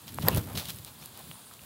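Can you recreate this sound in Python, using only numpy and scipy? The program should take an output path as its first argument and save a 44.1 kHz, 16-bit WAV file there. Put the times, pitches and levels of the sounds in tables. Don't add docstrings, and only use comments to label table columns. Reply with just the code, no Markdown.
import sys
import numpy as np
from scipy import signal
from scipy.fft import rfft, irfft, next_fast_len
from scipy.io import wavfile
from scipy.ndimage import uniform_filter1d

SR = 44100
rng = np.random.default_rng(int(sys.argv[2]) if len(sys.argv) > 2 else 0)


def transcribe(signal):
    frames = np.atleast_2d(signal).T
    limited = np.clip(frames, -1, 1)
    pcm = np.round(limited * 32767).astype(np.int16)
    wavfile.write(sys.argv[1], SR, pcm)


N = 72765


def disc(snap_s=.2845, slip_s=.2849):
    # pitch in Hz, relative level in dB, fade time in seconds.
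    plastic_tones = [(547, -12.5, 0.016), (750, -17, .017), (1300, -18, 0.0084), (1810, -13, 0.011),
                     (4590, -7.5, 0.0047)]
    # frequency in Hz, relative level in dB.
    crack_colour = [(600, -3), (2300, -16.5), (3300, -14), (4200, -5), (5000, -7.5), (6000, -35),
                    (7800, -14), (9300, -27), (10900, -5.5), (11900, -13.5), (12900, 4.5), (13600, 2),
                    (14500, -3), (15100, -22)]
    whizz_colour = [(2000, -26), (2600, -2.5), (3000, -8), (3400, -9.5), (4200, -15), (5000, -26)]
    crack = undb(8) * colour(click(slip_s), crack_colour)
    plastic = undb(-.5) * sum(undb(db) * ring(snap_s, hz, .00058, t60) for hz, db, t60 in plastic_tones)
    flight = undb(-42.5) * swell(peak=.335, attack=.022, t60=.25)
    return plastic - crack + flight * noise(whizz_colour)


def buffets():
    # start in seconds, level in dB, pitch in Hz, fade time in seconds.
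    thumps = [(.211, -33, 109, .1), (.236, -14.5, 133, 0.046), (0.255, -17, 130, 0.062),
              (.351, -10.5, 147, 0.029), (.376, -15.5, 101, 0.085), (.512, -30.5, 106, 0.11),
              (0.542, -27.5, 120, 0.11), (0.561, -29, 90, 0.042), (0.743, -38.5, 114, 0.11),
              (.795, -37, 95, 0.092), (1.015, -39.5, 165, 0.06), (1.288, -41.5, 166, 0.15),
              (1.62, -49, 104.5, 0.12)]
    return sum(undb(db) * ring(start, hz, rise=.0037, t60=t60) for start, db, hz, t60 in thumps)


def knocks(rise_s=.00031):
    # start in seconds, level in dB, pitch in Hz, fade time in seconds.
    hits = [(.186, -13, 1064, 0.0056), (.1859, -23, 2880, 0.0024), (.2745, -25, 1200, 0.012),
            (0.3724, -20.5, 640, 0.015), (1.025, -34, 2420, 0.0052), (1.204, -40.5, 855, 0.0093),
            (1.209, -39, 900, .007), (1.3134, -16.5, 3100, 0.0023), (1.314, -32, 1340, 0.0045),
            (1.356, -39, 920, 0.0099), (1.5124, -35.5, 1270, 0.0088), (1.593, -28.5, 2750, 0.0029)]
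    edge = undb(-11) * noise([(400, 19), (2500, -5), (12000, -16)])
    return sum(undb(db) * (ring(start, hz, rise_s, t60) + edge * fade(start, rise_s, t60))
               for start, db, hz, t60 in hits)


def scuffs():
    # peak time in seconds, level in dB, rise and fade times in seconds, tilt in dB per octave.
    slides = [(.082, -43, 0.0085, 0.12, -1.5), (0.225, -40, 0.011, 0.088, -1),
              (.375, -30, 0.0049, 0.061, 4), (.555, -37.5, 0.0028, 0.066, -2.5),
              (0.576, -31, .005, 0.21, 0), (.615, -44.5, 0.0082, 0.1, -6.5), (.657, -46, .012, 0.084, 0),
              (.703, -34.5, 0.021, 0.044, 0), (.725, -47.5, .015, 0.6, 5), (.88, -48, 0.019, 0.1, -2),
              (1.025, -51, .012, 0.36, -1.5), (1.19, -53.5, 0.045, 0.23, -2.5)]
    # frequency in Hz, relative level in dB.
    scuff_colour = [(400, -11.5), (600, -8), (1200, -7.5), (2100, -9.5), (3000, -2), (4000, -0.5),
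                    (5200, -6), (8000, -10.5), (12500, -7), (15500, -7)]
    sand = grains(per_second=12000, spread_db=3) * undb(.8 * wander(214))
    return sum(undb(db) * colour(sand * swell(peak, attack, t60), scuff_colour, tilt)
               for peak, db, attack, t60, tilt in slides)


def grit():
    # start in seconds, level in dB, tilt in dB per octave.
    cracks = [(0.1448, -18.5, 8), (.307, -19, 1), (.348, -11.5, 11), (.3625, -13, 5), (0.6559, -17, -3),
              (.6857, -21, 1), (0.695, -32, 0), (0.705, -15.5, -3.5), (.7475, -29, 7), (.761, -23.5, 10),
              (.787, -22.5, 0.5), (0.8482, -17.5, 3), (1.059, -18, 6.5), (1.175, -23, 15),
              (1.193, -25.5, 10), (1.538, -26.5, 1), (1.617, -32, 1)]
    # frequency in Hz, relative level in dB.
    grit_colour = [(500, -12), (2000, -7), (4000, 4.5), (6000, -2.5), (8500, 0.5), (11000, 5.5),
                   (13000, -4), (16000, -10)]
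    crumble = undb(-19) * rng.standard_normal(N)
    out = np.zeros(N)
    for start, db, tilt in cracks:
        crack = click(start) + crumble * fade(start, rise=.00015, t60=.0059)
        out += undb(db) * colour(crack, grit_colour, tilt)
    return out


def body():
    # time in seconds, relative level in dB.
    effort_points = [(0, -37), (.04, -25.5), (.14, -16), (.2, -7.5), (.225, -9), (.25, -3), (.285, -1.5),
                     (.315, -3.5), (.38, 2.5), (.41, -7), (.45, -11), (.51, -14), (.565, -6.5), (.62, -20),
                     (.7, -16.5), (.8, -23), (.95, -27.5), (1.2, -27), (1.3, -23), (1.42, -41), (1.65, -25)]
    # peak time in seconds, level in dB, rise and fade times in seconds.
    swishes = [(0.247, -40, 0.018, 0.14), (0.284, -27, 0.014, 0.092), (.335, -40, 0.022, 0.27),
               (0.379, -39.5, 0.012, 0.13), (.5, -42.5, 0.024, 0.23), (.61, -50.5, .03, 0.22),
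               (1.2, -50, 0.02, .12)]
    # frequency in Hz, relative level in dB.
    air_colour = [(30, -23), (45, -16.5), (70, -0.5), (110, 1), (160, -0.5), (225, -5), (300, -11),
                  (450, -17)]
    swish_colour = [(200, -11), (350, -0.5), (550, 3), (1100, 1), (1600, -6), (2200, -11), (3300, -14),
                    (5500, -22), (15000, -17)]
    cloth_colour = [(1500, -1), (3500, -3), (6000, -6.5), (9000, -4.5), (12500, 3), (16000, -2.5)]
    effort_db = curve(effort_points)
    air = undb(-29.5 + effort_db) * noise(air_colour)
    swish = swells(swishes) * colour(grains(per_second=3500, spread_db=2.4), swish_colour)
    rustle = undb(-43 + .54 * effort_db) * colour(grains(per_second=7000, spread_db=4.6), cloth_colour)
    return air + swish + rustle


def field():
    # time in seconds, level in dB.
    hiss_levels = [(0, -81), (.95, -61), (1.06, -52), (1.12, -71), (1.2, -54.5), (1.32, -51), (1.38, -61),
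                   (1.65, -58)]
    # peak time in seconds, level in dB, rise and fade times in seconds.
    calls = [(1.345, -54.5, .02, .3), (1.41, -59, .025, .1), (1.463, -52.5, 0.0086, 0.22)]
    # frequency in Hz, relative level in dB.
    rumble_colour = [(30, -27), (70, -7), (120, -2.5), (230, -2.5), (400, -8.5), (1000, -5.5), (1400, -9),
                     (2100, -16), (3400, -9), (4700, -12), (5600, -18), (7500, -13), (10000, -11.5),
                     (12000, -16.5), (15500, -14)]
    hiss_colour = [(2000, -15), (4000, 2.5), (6000, -11), (9500, 2), (12000, -1), (16000, 2.5)]
    call_colour = [(7200, -26), (8600, -2), (9500, -1), (10500, -2), (12000, -20)]
    rumble = undb(-53 + .56 * wander(29)) * noise(rumble_colour)
    hiss = undb(curve(hiss_levels)) * colour(grains(per_second=16000, spread_db=1.8), hiss_colour)
    return rumble + hiss + swells(calls) * noise(call_colour)


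def bird(peak_s=1.02, width_s=.02, middle_hz=5550, hz_per_s=54000):
    age = clock() - peak_s
    glide = np.clip(middle_hz + hz_per_s * age, 0, SR / 2)
    hz = glide * (1 + .035 * wander(700))
    loudness = undb(-56) * np.exp(-(age / width_s) ** 2 / 2)
    return loudness * np.sin(2 * np.pi * np.cumsum(hz) / SR)


def undb(db):
    return 10 ** (np.asarray(db) / 20)


def clock():
    return np.arange(N) / SR


def curve(rows):
    return np.interp(clock(), *np.array(rows).T)


def colour(x, points, tilt_db=0):
    size = next_fast_len(N + 8192) * 2
    octave = np.log2(np.maximum(np.fft.rfftfreq(size, 1 / SR), 5))
    hz, db = np.array(points, float).T
    inside = np.clip(octave, np.log2(hz[0]), np.log2(hz[-1]))
    gain = undb(np.interp(octave, np.log2(hz), db) + tilt_db * inside - 20 * abs(octave - inside))
    gain /= np.sqrt(np.mean(gain ** 2))
    cepstrum = irfft(np.log(gain))
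    cepstrum[1:size // 2] *= 2
    cepstrum[size // 2 + 1:] = 0
    return irfft(rfft(x, size) * np.exp(rfft(cepstrum)))[:N]


def noise(points):
    return colour(rng.standard_normal(N), points)


def click(start):
    return 1. * (np.arange(N) == int(start * SR))


def fade(start, rise, t60):
    age = np.maximum(clock() - start, 0)
    return (1 - np.exp(-(age / rise) ** 2)) * np.exp(-np.log(1000) * age / t60)


def ring(start, hz, rise, t60):
    return fade(start, rise, t60) * np.sin(2 * np.pi * hz * (clock() - start))


def swell(peak, attack, t60):
    age = clock() - peak
    return np.exp(-(np.minimum(age, 0) / attack) ** 2 - np.log(1000) * np.maximum(age, 0) / t60)


def swells(rows):
    return sum(undb(db) * swell(peak, attack, t60) for peak, db, attack, t60 in rows)


def grains(per_second, spread_db):
    size = undb(spread_db * np.minimum(rng.exponential(size=N), 4))
    clicks = (rng.random(N) < per_second / SR) * rng.standard_normal(N) * size
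    return clicks / clicks.std()


def wander(rate):
    width = max(int(SR / rate), 2)
    drift = uniform_filter1d(rng.standard_normal(N), width, mode="wrap")
    drift = uniform_filter1d(drift, width, mode="wrap")
    return drift / drift.std()


def scene():
    return (disc() + buffets() + knocks() + scuffs() + grit() + body() + field() + bird())[None]


def record(dry, low_hz=35, top_hz=15750):
    low_cut = signal.butter(2, low_hz, "high", fs=SR, output="sos")
    top_cut = signal.ellip(10, .2, 70, top_hz, fs=SR, output="sos")
    return signal.sosfilt(top_cut, signal.sosfilt(low_cut, dry))


dry = scene()
out = record(dry)
transcribe(out)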